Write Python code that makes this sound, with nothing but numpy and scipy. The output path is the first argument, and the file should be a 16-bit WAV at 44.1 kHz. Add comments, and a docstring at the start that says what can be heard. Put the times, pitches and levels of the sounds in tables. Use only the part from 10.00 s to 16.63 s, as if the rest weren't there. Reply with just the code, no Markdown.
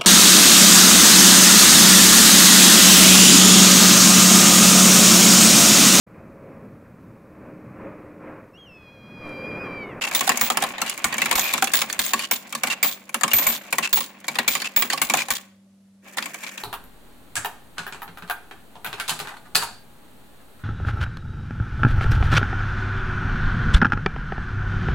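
"""Coin sorter, close up

An electric coin sorter in a small room, the stereo microphone just above its bins. Coins churn on the
feed wheel and knock about in the plastic housing; sorted ones drop into the bins, skitter and ring.
The wheel stalls, leaving the motor's mains hum, then takes up again with a few softer knocks."""
import sys
import numpy as np
from scipy import signal
from scipy.fft import rfft, irfft, next_fast_len
from scipy.io import wavfile

SR = 44100
rng = np.random.default_rng(int(sys.argv[2]) if len(sys.argv) > 2 else 0)


def wav_record(signal):
    """Record a signal, one row per channel, as 16-bit PCM in the file named by sys.argv[1]."""
    frames = np.transpose(np.atleast_2d(signal))
    bounded = np.clip(frames, -1, 1)
    # unit amplitude maps onto the largest positive 16-bit level
    quanta = np.round(bounded * 32767).astype(np.int16)
    wavfile.write(sys.argv[1], SR, quanta)


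N = 292559
TIME = np.arange(N) / SR
AGE = np.arange(int(.3 * SR)) / SR   # seconds since a blow
STRIKE = int(.012 * SR)   # the opening samples of a blow, which set its level
STALL_S, RESTART_S = 5.36, 6.02   # the wheel stands still between these times


# Coins knocking inside the housing. Each row: start in seconds, level in dB, the spot that is hit.
HOUSING_KNOCKS = [(0.068, -43, "coin"), (0.112, -31, "wheel"), (0.208, -22.5, "wall"),
                  (0.275, -23, "floor"), (0.292, -15.5, "rim"), (0.317, -26, "hub"), (0.373, -27.5, "coin"),
                  (0.501, -21, "floor"), (0.571, -20.5, "rim"), (0.623, -23.5, "floor"),
                  (0.637, -26.5, "floor"), (0.781, -31, "hub"), (0.816, -22.5, "rim"),
                  (0.862, -32, "wheel"), (0.896, -29, "coin"), (0.976, -32, "wheel"), (1.125, -26, "hub"),
                  (1.141, -29.5, "rim"), (1.181, -23, "wheel"), (1.217, -16.5, "rib"),
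                  (1.257, -22.5, "wheel"), (1.311, -18.5, "wheel"), (1.326, -24.5, "wall"),
                  (1.38, -26, "floor"), (1.394, -23.5, "coin"), (1.536, -18.5, "wheel"),
                  (1.578, -28.5, "rim"), (1.623, -19, "floor"), (1.642, -27, "coin"), (1.671, -25, "rib"),
                  (1.817, -21.5, "wheel"), (1.898, -27, "edge"), (1.927, -30.5, "coin"),
                  (2.063, -31, "coin"), (2.134, -19, "wall"), (2.192, -25, "edge"), (2.525, -29.5, "wheel"),
                  (2.55, -28, "wall"), (2.634, -19, "wheel"), (2.671, -25, "wheel"), (2.722, -28.5, "rib"),
                  (2.844, -26.5, "rim"), (3.092, -37.5, "wheel"), (3.143, -22.5, "rim"),
                  (3.21, -31.5, "wall"), (3.234, -17.5, "wall"), (3.279, -30, "wall"),
                  (3.385, -22.5, "wheel"), (3.726, -19, "wheel"), (3.783, -20.5, "wall"),
                  (3.83, -28, "rib"), (3.971, -25, "rim"), (4.006, -29, "rim"), (4.242, -39, "hub"),
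                  (4.281, -22.5, "wheel"), (4.354, -27.5, "hub"), (4.386, -17, "hub"),
                  (4.551, -22, "wheel"), (4.6, -31, "edge"), (4.618, -25.5, "edge"),
                  (4.772, -23.5, "wheel"), (4.822, -20, "wheel"), (4.9, -21, "edge"), (4.932, -25, "wall"),
                  (4.976, -27, "rib"), (5.098, -19, "wheel"), (5.137, -18.5, "floor"),
                  (5.171, -31.5, "coin"), (5.284, -34, "floor"), (5.382, -45, "hub"), (6.171, -30.5, "rim"),
                  (6.182, -23.5, "hub"), (6.224, -29, "rib"), (6.257, -30.5, "wheel"),
                  (6.343, -33, "wheel"), (6.435, -34.5, "wheel"), (6.577, -32.5, "rib")]
# Spots a coin can hit there. Each row: name, body and brightness in dB relative to the blow, ring in Hz.
HOUSING_SPOTS = [("floor", 1.5, -1, 780), ("wall", -0.5, 0, 1110), ("hub", -6, -9, 1880),
                 ("wheel", -7, -3.5, 2300), ("rib", -12, -8, 2660), ("rim", -3, -0.5, 2740),
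                 ("coin", -23, 5, 3400), ("edge", -16, -6, 4480)]

def knocks(hits):
    """Coins strike the inside of the housing: a plastic clack with a metal click on top."""
    clacks = blows(hits, rise_s=0.00061, crack_db=3, crack_t60=0.0016,
                   tail_db=-24, spot_db=11, spot_width_hz=87)
    return clacks + edge_clicks(hits, level_db=-14)


def blows(hits, rise_s, crack_db, crack_t60, tail_db, spot_db, spot_width_hz, boom_db=-15, pan_db=1.3):
    """A blow sets off a dense burst of plastic modes: lows last longest, and the hollow case booms."""
    out = np.zeros((2, N))
    registers = [band(607, 1280), band(1690, 4440), band(6000, 15000, order=2)]   # body, clack, bright
    crack_and_tail = from_db(crack_db) * dying(crack_t60) + from_db(tail_db) * dying(0.2)
    decays = np.array([dying(t60) + crack_and_tail for t60 in (.058, .04, .024)])   # one per register
    for start, db, body_db, bright_db, spot_hz in hits:
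        softness_db = -0.54 * bright_db   # dull blows are glancing: they swell more slowly and ring more
        swell = 1 - np.exp(-AGE / (rise_s * from_db(softness_db)))
        burst = noise(len(AGE))
        pan = from_db(pan_db * rng.standard_normal() * np.array([[1], [-1]]))
        shells = housing(burst * swell * decays[:, None])
        shells = spot_modes(shells, spot_hz, spot_db + softness_db, spot_width_hz)
        for sos, shell, register_db in zip(registers, shells, (body_db, 0, bright_db)):
            clack = rms_one(signal.sosfilt(sos, shell), STRIKE)
            add(out, start, pan * from_db(db + register_db) * clack)
        boom = rms_one(case(burst * dying(0.14)), 2 * STRIKE)
        add(out, start, from_db(db + body_db / 2 + boom_db) * boom)
    return out


def spot_modes(x, hz, db, width_hz, stray_db=5):
    """The struck spot rings at its own pitch, and every blow favours a few more modes by chance."""
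    stray_hz = np.exp(rng.uniform(np.log(800), np.log(11000), 9))
    strays = sum(resonance(x, f, 90 + f / 60) for f in stray_hz)
    return x + from_db(db) * resonance(x, hz, width_hz) + from_db(stray_db) * strays


def edge_clicks(hits, level_db, t60=0.00056, lag_s=0.00024):
    """Hard metal edges meet in a short spike that reaches the microphone's two sides a little apart."""
    out, spike = np.zeros((2, N)), band(2500, 14000, order=1)
    for start, db, _, bright_db, _ in hits:
        click = rms_one(signal.sosfilt(spike, rng.standard_normal(len(AGE)) * dying(t60)), STRIKE)
        pair = np.array([np.roll(click, int(delay * SR)) for delay in rng.uniform(0, lag_s, 2)])
        add(out, start + .001, from_db(db + bright_db + level_db) * pair)
    return out


def rebounds(hits, gap_s=0.012, spread_db=3):
    """A coin seldom hits only once: its edge touches again a moment later."""
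    draws = rng.standard_normal((len(hits), 2))
    touches = [(start + gap_s * np.exp(late / 2), db + spread_db * hard, *colour)
               for (start, db, *colour), (late, hard) in zip(hits, draws)]
    return edge_clicks(touches, level_db=-21.5)


def panel_ring(hits, level_db=-18, t60_at_1khz=0.13, detune=0.011):
    """The struck panel rings on after the blow in a close pair of modes, the lower the longer."""
    out = np.zeros((2, N))
    for start, db, _, _, spot_hz in hits:
        hz = spot_hz * (1 + detune * rng.standard_normal((2, 1, 1)))
        phase = rng.random((2, 1, 1)) + 0.12 * rng.standard_normal((2, 2, 1))
        modes = np.sin(2 * np.pi * (hz * AGE + phase)).sum(axis=0)
        t60 = t60_at_1khz * (spot_hz / 1000) ** -0.4
        add(out, start, from_db(db + level_db) * modes * dying(t60) * (1 - dying(0.01)))
    return out


def jingle(hits, level_db=-16, t60=.42, partials=4):
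    """Coins knocked about inside ring on faintly, too."""
    out = np.zeros((2, N))
    for start, db, _, bright_db, _ in hits:
        hz = rng.uniform(13400, 15700, (partials, 1, 1))
        phase = rng.random((partials, 2, 1))
        ring = np.mean(np.sin(2 * np.pi * (hz * AGE + phase)), axis=0)
        add(out, start, from_db(db + bright_db / 2 + level_db) * ring * dying(t60))
    return out


# Resonances of the plastic housing. Each row: frequency in Hz, width in Hz, boost in dB.
HOUSING_MODES = [(773, 190, 4), (1085, 96, 7), (1644, 600, 3.5), (2280, 390, 4), (2765, 21, 3),
                 (3650, 900, 2), (4510, 1100, 2.5), (7030, 910, 7.5)]

def housing(x):
    """The plastic shell colours the coins' sound on its way to the microphone."""
    return x + sum((from_db(db) - 1) * resonance(x, hz, width) for hz, width, db in HOUSING_MODES)


# Hollow modes of the whole case. Each row: frequency in Hz, width in Hz, relative level in dB.
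CASE_MODES = [(147.2, 9.3, -3), (212, 30.6, 0.5), (233, 19.6, 5), (299, 56, -3.5), (384.3, 20.6, -3.5),
              (554.4, 75, -2.5)]

def case(x):
    """The hollow case booms in a few low modes, and radiates little below them."""
    boom = sum(from_db(db) * resonance(x, hz, width) * (-1) ** k
               for k, (hz, width, db) in enumerate(CASE_MODES))
    return signal.sosfilt(band(120, 750, order=2), boom)


# Sorted coins landing just below the microphone. Each row: start in seconds, level in dB, what is hit,
# size of coin, skitter length in seconds, then the levels of skitter, ring and thump in dB.
BIN_DROPS = [(0.148, -19, "pile", "small", 0.054, -29, -25, -46.5),
             (0.411, -20.5, "bin floor", "small", 0.087, -33.5, -24, -45),
             (1.042, -19.5, "bin floor", "medium", 0.056, -50, -43, -45),
             (1.354, -24, "bin floor", "large", 0.27, -33.5, -31, -43),
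             (1.735, -18, "pile", "small", 0.09, -26, -23, -58),
             (1.991, -19, "pile", "medium", 0.27, -35.5, -33.5, -49),
             (2.311, -21.5, "bin floor", "medium", 0.046, -32.5, -23, -55),
             (2.828, -17.5, "bin wall", "medium", 0.1, -33, -22, -56),
             (3.333, -18, "bin wall", "large", 0.21, -34, -20.5, -39),
             (3.467, -21.5, "bin floor", "large", 0.087, -34, -20.5, -49),
             (3.928, -21, "pile", "small", 0.12, -32.5, -20, -45),
             (4.478, -16, "bin wall", "medium", 0.11, -31.5, -28, -50),
             (4.762, -21, "bin wall", "small", 0.11, -38, -20, -71),
             (5.016, -20, "bin floor", "medium", 0.072, -36, -31, -50),
             (5.149, -28.5, "pile", "medium", 0.1, -36.5, -42, -57),
             (5.304, -23, "bin floor", "medium", 0.051, -31, -29.5, -49)]
# What a coin lands on. Each row: name, body and brightness in dB relative to the blow, ring in Hz.
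BIN_SPOTS = [("pile", -15, -1.5, 3560), ("bin floor", -5, 0.5, 2200), ("bin wall", -16.5, -2.9, 2280)]

def landings():
    """A falling coin hits the pile, the bin floor or the bin wall with a clack and a sharp click."""
    hits = struck(BIN_DROPS, BIN_SPOTS)
    clacks = blows(hits, rise_s=0.0016, crack_db=5.5, crack_t60=0.00097,
                   tail_db=-18, spot_db=12, spot_width_hz=120)
    return clacks + edge_clicks(hits, level_db=-4)


def skitter(slope_db_per_s=-45, shine_db=5):
    """The coin chatters against the pile and the bin wall in a run of bright little contacts."""
    out = np.zeros((2, N))
    for start, *_, length, skitter_db, _, _ in BIN_DROPS:
        contacts = noise(len(AGE)) * grains(len(AGE), per_s=240, spread_db=3.5, fade_s=.004)
        shape = settling(length, stop_t60=0.13) * from_db(slope_db_per_s * (AGE - length / 2))
        add(out, start, from_db(skitter_db) * rms_one(contacts * shape, int(length * SR)))
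    out = out + from_db(shine_db) * resonance(out, 3400, 1000)   # the thin bin wall rings
    return signal.sosfilt(band(1500, 15000, order=1), housing(out))


def settling(hold_s, stop_t60):
    """Envelope of a landed coin: it keeps bouncing for a moment, then settles."""
    return dying(stop_t60, np.maximum(AGE - hold_s, 0)) * (1 - np.exp(-AGE / 0.0012))


# The high ring of the coins. Each entry: size of coin, frequency in Hz.
COIN_RING_HZ = {"large": 13975, "medium": 15340, "small": 15720}

def coin_rings(level_db=0.5, first_touch_db=4, bounce_s=0.013, spread_db=5, upset_turns=0.6):
    """Each coin rings in a thin tone that every bounce upsets; near-equal coins beat against it."""
    out = np.zeros((2, N))
    bounces = np.arange(int(AGE[-1] / bounce_s) + 2) * bounce_s
    for start, *_, size, length, _, ring_db, _ in BIN_DROPS:
        ring = np.zeros((2, len(AGE)))
        for ratio, partial_db in [(1, 0), (.984, -4), (.994, -4), (.957, -8)]:
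            for side in range(2):
                strength = np.interp(AGE, bounces, from_db(spread_db * rng.standard_normal(len(bounces))))
                phase = np.interp(AGE, bounces, np.cumsum(upset_turns * rng.uniform(-1, 1, len(bounces))))
                tone = np.sin(2 * np.pi * (COIN_RING_HZ[size] * ratio * AGE + phase + rng.random()))
                ring[side] += from_db(partial_db) * strength * tone
        ring *= settling(0.41 * length, stop_t60=0.21) * (1 + from_db(first_touch_db) * dying(0.1))
        add(out, start, from_db(ring_db + level_db) * rms_one(ring, int(length * SR)))
    return out


def after_ring(level_db=-23, t60=0.42, detune_hz=23):
    """A coin that comes to rest leaning on others keeps a faint, beating thread of its ring."""
    out, age = np.zeros((2, N)), TIME[:SR]
    for start, *_, size, _, _, ring_db, _ in BIN_DROPS:
        pair_hz = COIN_RING_HZ[size] + detune_hz * rng.standard_normal((2, 1, 1))
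        tone = np.sin(2 * np.pi * (pair_hz * age + rng.random((2, 2, 1)))).sum(axis=0)
        add(out, start, from_db(ring_db + level_db) * tone * dying(t60, age))
    return out


def thumps(t60=0.14):
    """The bin floor gives a little under each landing."""
    out, low = np.zeros((2, N)), band(27, 160, order=2)
    for start, *_, thump_db in BIN_DROPS:
        thump = signal.sosfilt(low, noise(len(AGE)) * dying(t60))
        add(out, start, from_db(thump_db) * rms_one(thump, 4 * STRIKE))
    return out


# Coins juddering along the wall. Each row: start and length in seconds, level in dB, squeak in Hz.
WALL_JUDDERS = [(0.01, 0.067, -26, 2680), (0.864, 0.067, -32, 2870), (1.196, 0.1, -32, 2610),
                (1.42, 0.097, -28, 2440), (2.196, 0.06, -30, 2910), (2.697, 0.042, -22.5, 2720),
                (3.31, 0.013, -22, 2820), (3.824, 0.051, -24, 2640), (4.642, 0.0317, -27, 2620),
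                (4.908, 0.039, -28, 3100), (5.169, 0.054, -23.5, 2450), (6.428, 0.07, -35.5, 2300)]

def judders(squeak_gain=1.562, rub_db=-13, ramp_s=0.0053):
    """A coin's edge sticks and slips, keeping a narrow resonance going over a little rubbing noise."""
    out, rub_band = np.zeros((2, N)), band(1100, 4200, order=1)
    for start, length, db, hz in WALL_JUDDERS:
        slips = noise(len(AGE)) * grains(len(AGE), per_s=370, spread_db=1, fade_s=0.0044)
        slips *= np.clip(np.minimum(AGE, length + ramp_s - AGE) / ramp_s, 0, 1)
        squeak = squeak_gain * resonance(slips, hz, width_hz=110)
        rub = from_db(rub_db) * signal.sosfilt(rub_band, housing(slips))
        add(out, start, from_db(db) * rms_one(squeak + rub, int(length * SR)))
    return out


# Steady rubbing of the coins that ride on the wheel. Each row: time in seconds, level in dB.
WHEEL_LOAD = [(0.0, -30.5), (0.7, -31.5), (0.92, -41), (1.3, -28), (1.65, -34), (2.45, -46.5),
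              (3.15, -52.5), (3.42, -25.5), (3.68, -45.5), (4.7, -53), (6.63, -47)]

def stirring(shake_db=-12, settle_t60=0.43):
    """How busy the loose coins are, in dB: the wheel rubs them, and each blow shakes them up briefly."""
    kicks = np.zeros(N)
    for start, db, *_ in HOUSING_KNOCKS + BIN_DROPS:
        kicks[int(start * SR)] += from_db(db + shake_db) ** 2
    shaken = signal.lfilter([1], [1, -np.exp(-2 * np.log(1000) / (settle_t60 * SR))], kicks)
    rubbed = (turning() * from_db(np.interp(TIME, *np.transpose(WHEEL_LOAD)))) ** 2
    return 10 * np.log10(rubbed + shaken + 1e-12)


def turning(stop_s=0.06, take_up_s=0.049):
    """1 while the wheel turns, 0 while it is stalled."""
    return np.clip(np.maximum((STALL_S - TIME) / stop_s, (TIME - RESTART_S) / take_up_s), 0, 1)


# Spectrum of coins churning on the wheel. Each row: frequency in Hz, relative level in dB.
CHURN_SPECTRUM = [(200, -11.5), (400, -5), (700, 2), (1400, -2), (2600, 2), (4500, -15), (7000, -20.5),
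                  (10000, -38), (15500, -26)]

def wheel(stir_db, churn_db=-2, rumble_db=-47, rumble_growth=0.58, busy_db=-35):
    """Coins rub and tick on the turning wheel; the case rumbles more the busier they are."""
    ticks = noise(N, CHURN_SPECTRUM) * grains(N, per_s=240, spread_db=3.4, fade_s=.010)
    churn = from_db(stir_db + churn_db) * rms_one(housing(ticks))
    rumble = from_db(rumble_db + rumble_growth * (stir_db - busy_db)) * rms_one(case(noise(N)))
    return churn + rumble


def pile_ticks(stir_db, level_db=-7):
    """Loose coins nudge each other with small bright ticks, louder the busier the wheel."""
    contacts = noise(N) * grains(N, per_s=70, spread_db=4.2, fade_s=0.006)
    ticks = signal.sosfilt(band(2300, 15000, order=1), housing(contacts))
    return from_db(stir_db + level_db) * rms_one(ticks)


def restart_scrape(swell_s=0.14, level_db=-44):
    """As the wheel takes up again, the last coins drag along the wall with a light scraping rattle."""
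    # Resonances of the rubbed wall. Each row: frequency in Hz, width in Hz, relative level in dB.
    wall = [(1420, 120, -18), (1620, 88, 5), (1810, 140, 13), (2330, 200, 10.5),
            (2810, 96, -16), (6450, 3000, -0.5), (12700, 4000, -8)]
    slips = noise(N) * grains(N, per_s=160, spread_db=3, fade_s=.008)
    scrape = sum(from_db(db) * resonance(slips, hz, width) for hz, width, db in wall)
    return from_db(level_db) * np.clip((TIME - RESTART_S) / swell_s, 0, 1) * rms_one(scrape)


# The motor's hum. Each row: frequency in Hz, rms level in dB while turning, then while stalled.
MOTOR_HUM = [(103, -84.5, -70), (195.6, -56.5, -54)]

def motor(shudder_db=-69):
    """Mains hum, louder while the motor is stalled, and a slight shudder of the case."""
    turns, hum = turning(), np.zeros(N)
    for hz, turning_db, stalled_db in MOTOR_HUM:
        rms = from_db(stalled_db + turns * (turning_db - stalled_db))
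        hum += rms * np.sqrt(2) * np.sin(2 * np.pi * (hz * TIME + rng.random()))
    return hum + from_db(shudder_db) * rms_one(case(noise(N)))


def room(x, wet_db=-24, t60=0.51):
    """This close to the machine, the small room adds only a faint, dull reverberation."""
    tail = noise(len(AGE)) * dying(t60) * (1 - dying(0.028))
    response = rms_one(signal.sosfilt(band(120, 6000, order=1), tail)) / np.sqrt(len(AGE))
    return x + from_db(wet_db) * signal.fftconvolve(x, response, axes=1)[:, :N]


# Room tone at the microphone. Each row: frequency in Hz, relative level in dB.
AIR_SPECTRUM = [(18, -59), (30, -41.5), (93, -9), (145, -17), (199, -12), (287, -44), (526, -19.5),
                (1250, -26), (11100, -31), (16000, -50)]

def room_air(level_db=-67):
    """The faint, steady air of the room behind the machine."""
    return from_db(level_db) * noise(N, AIR_SPECTRUM)


# How alike the microphone's two sides are. 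Each row: frequency in Hz, correlation from 0 to 1.
STEREO_LIKENESS = [(200, 0.98), (400, 0.92), (750, 0.63), (1300, 0.75), (2600, 0.17), (5000, 0.26),
                   (15000, 0.05)]

def noise(size, spectrum=None):
    """Stereo noise, alike on both sides in the bass and less so in the treble."""
    padded = next_fast_len(size)
    hz = np.fft.rfftfreq(padded, 1 / SR)
    mid, side = rfft(rng.standard_normal((2, padded)))
    alike = np.clip(at_hz(STEREO_LIKENESS, hz), 0, 1)
    both = np.sqrt(1 + alike) * mid + np.sqrt(1 - alike) * side * [[1], [-1]]
    if spectrum is not None:
        both *= from_db(at_hz(spectrum, hz))
    return rms_one(irfft(both, padded)[:, :size])


def grains(size, per_s, spread_db, fade_s):
    """Envelope of many tiny contacts of uneven strength."""
    contacts = rng.random(size) < per_s / SR
    energy = contacts * from_db(2 * spread_db * np.clip(rng.standard_normal(size), -2, 2))
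    return rms_one(np.sqrt(signal.lfilter([1], [1, -np.exp(-2 / (fade_s * SR))], energy + 1e-9)))


def struck(events, spots):
    """Give each blow's start and level the body, brightness and ring of the spot it hits."""
    colours = {name: colour for name, *colour in spots}
    return [(start, db, *colours[name]) for start, db, name, *_ in events]


def resonance(x, hz, width_hz):
    """Two-pole resonance with gain 1 at its peak."""
    r = np.exp(-np.pi * width_hz / SR)
    poles = [1, -2 * r * np.cos(2 * np.pi * hz / SR), r * r]
    return signal.lfilter(np.array([1, 0, -1]) * (1 - r * r) / 2, poles, x)


def band(low_hz, high_hz, order=3):
    """A band-pass filter."""
    return signal.butter(order, [low_hz, high_hz], "band", fs=SR, output="sos")


def at_hz(points, hz):
    """Read a spectrum on a log-frequency axis."""
    point_hz, value = np.transpose(points)
    return np.interp(np.log(hz + 1), np.log(point_hz), value)


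def dying(t60, age=AGE):
    """Exponential decay, 60 dB down after t60 seconds."""
    return np.exp(-np.log(1000) * age / t60)


def from_db(db):
    """Decibels to gain."""
    return 10 ** (np.asarray(db) / 20)


def rms_one(x, count=None):
    """Scale so that the first count samples (all by default) have rms 1."""
    return x / np.sqrt(np.mean(x[..., :count] ** 2) + 1e-20)


def add(out, start, sound):
    """Mix a sound in, start seconds from the beginning."""
    at = max(int(start * SR), 0)
    out[:, at:at + sound.shape[1]] += sound[:, :N - at]


def scene():
    """The whole machine in its room, from just above the bins."""
    hits, stir_db = struck(HOUSING_KNOCKS, HOUSING_SPOTS), stirring()
    clatter = knocks(hits) + landings() + rebounds(hits) + panel_ring(hits) + jingle(hits)
    feed = judders() + pile_ticks(stir_db) + wheel(stir_db) + restart_scrape()
    bins = skitter() + coin_rings() + after_ring() + thumps()
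    return room(clatter + feed + bins) + motor() + room_air()


def record(dry, ceiling=1.3, cutoff_hz=15900):
    """The microphone chain rounds the highest peaks and cuts the very top of the treble."""
    rounded = ceiling * np.tanh(dry / ceiling)
    return signal.sosfilt(signal.ellip(10, .2, 80, cutoff_hz, fs=SR, output="sos"), rounded)


dry = scene()
out = record(dry)
wav_record(out)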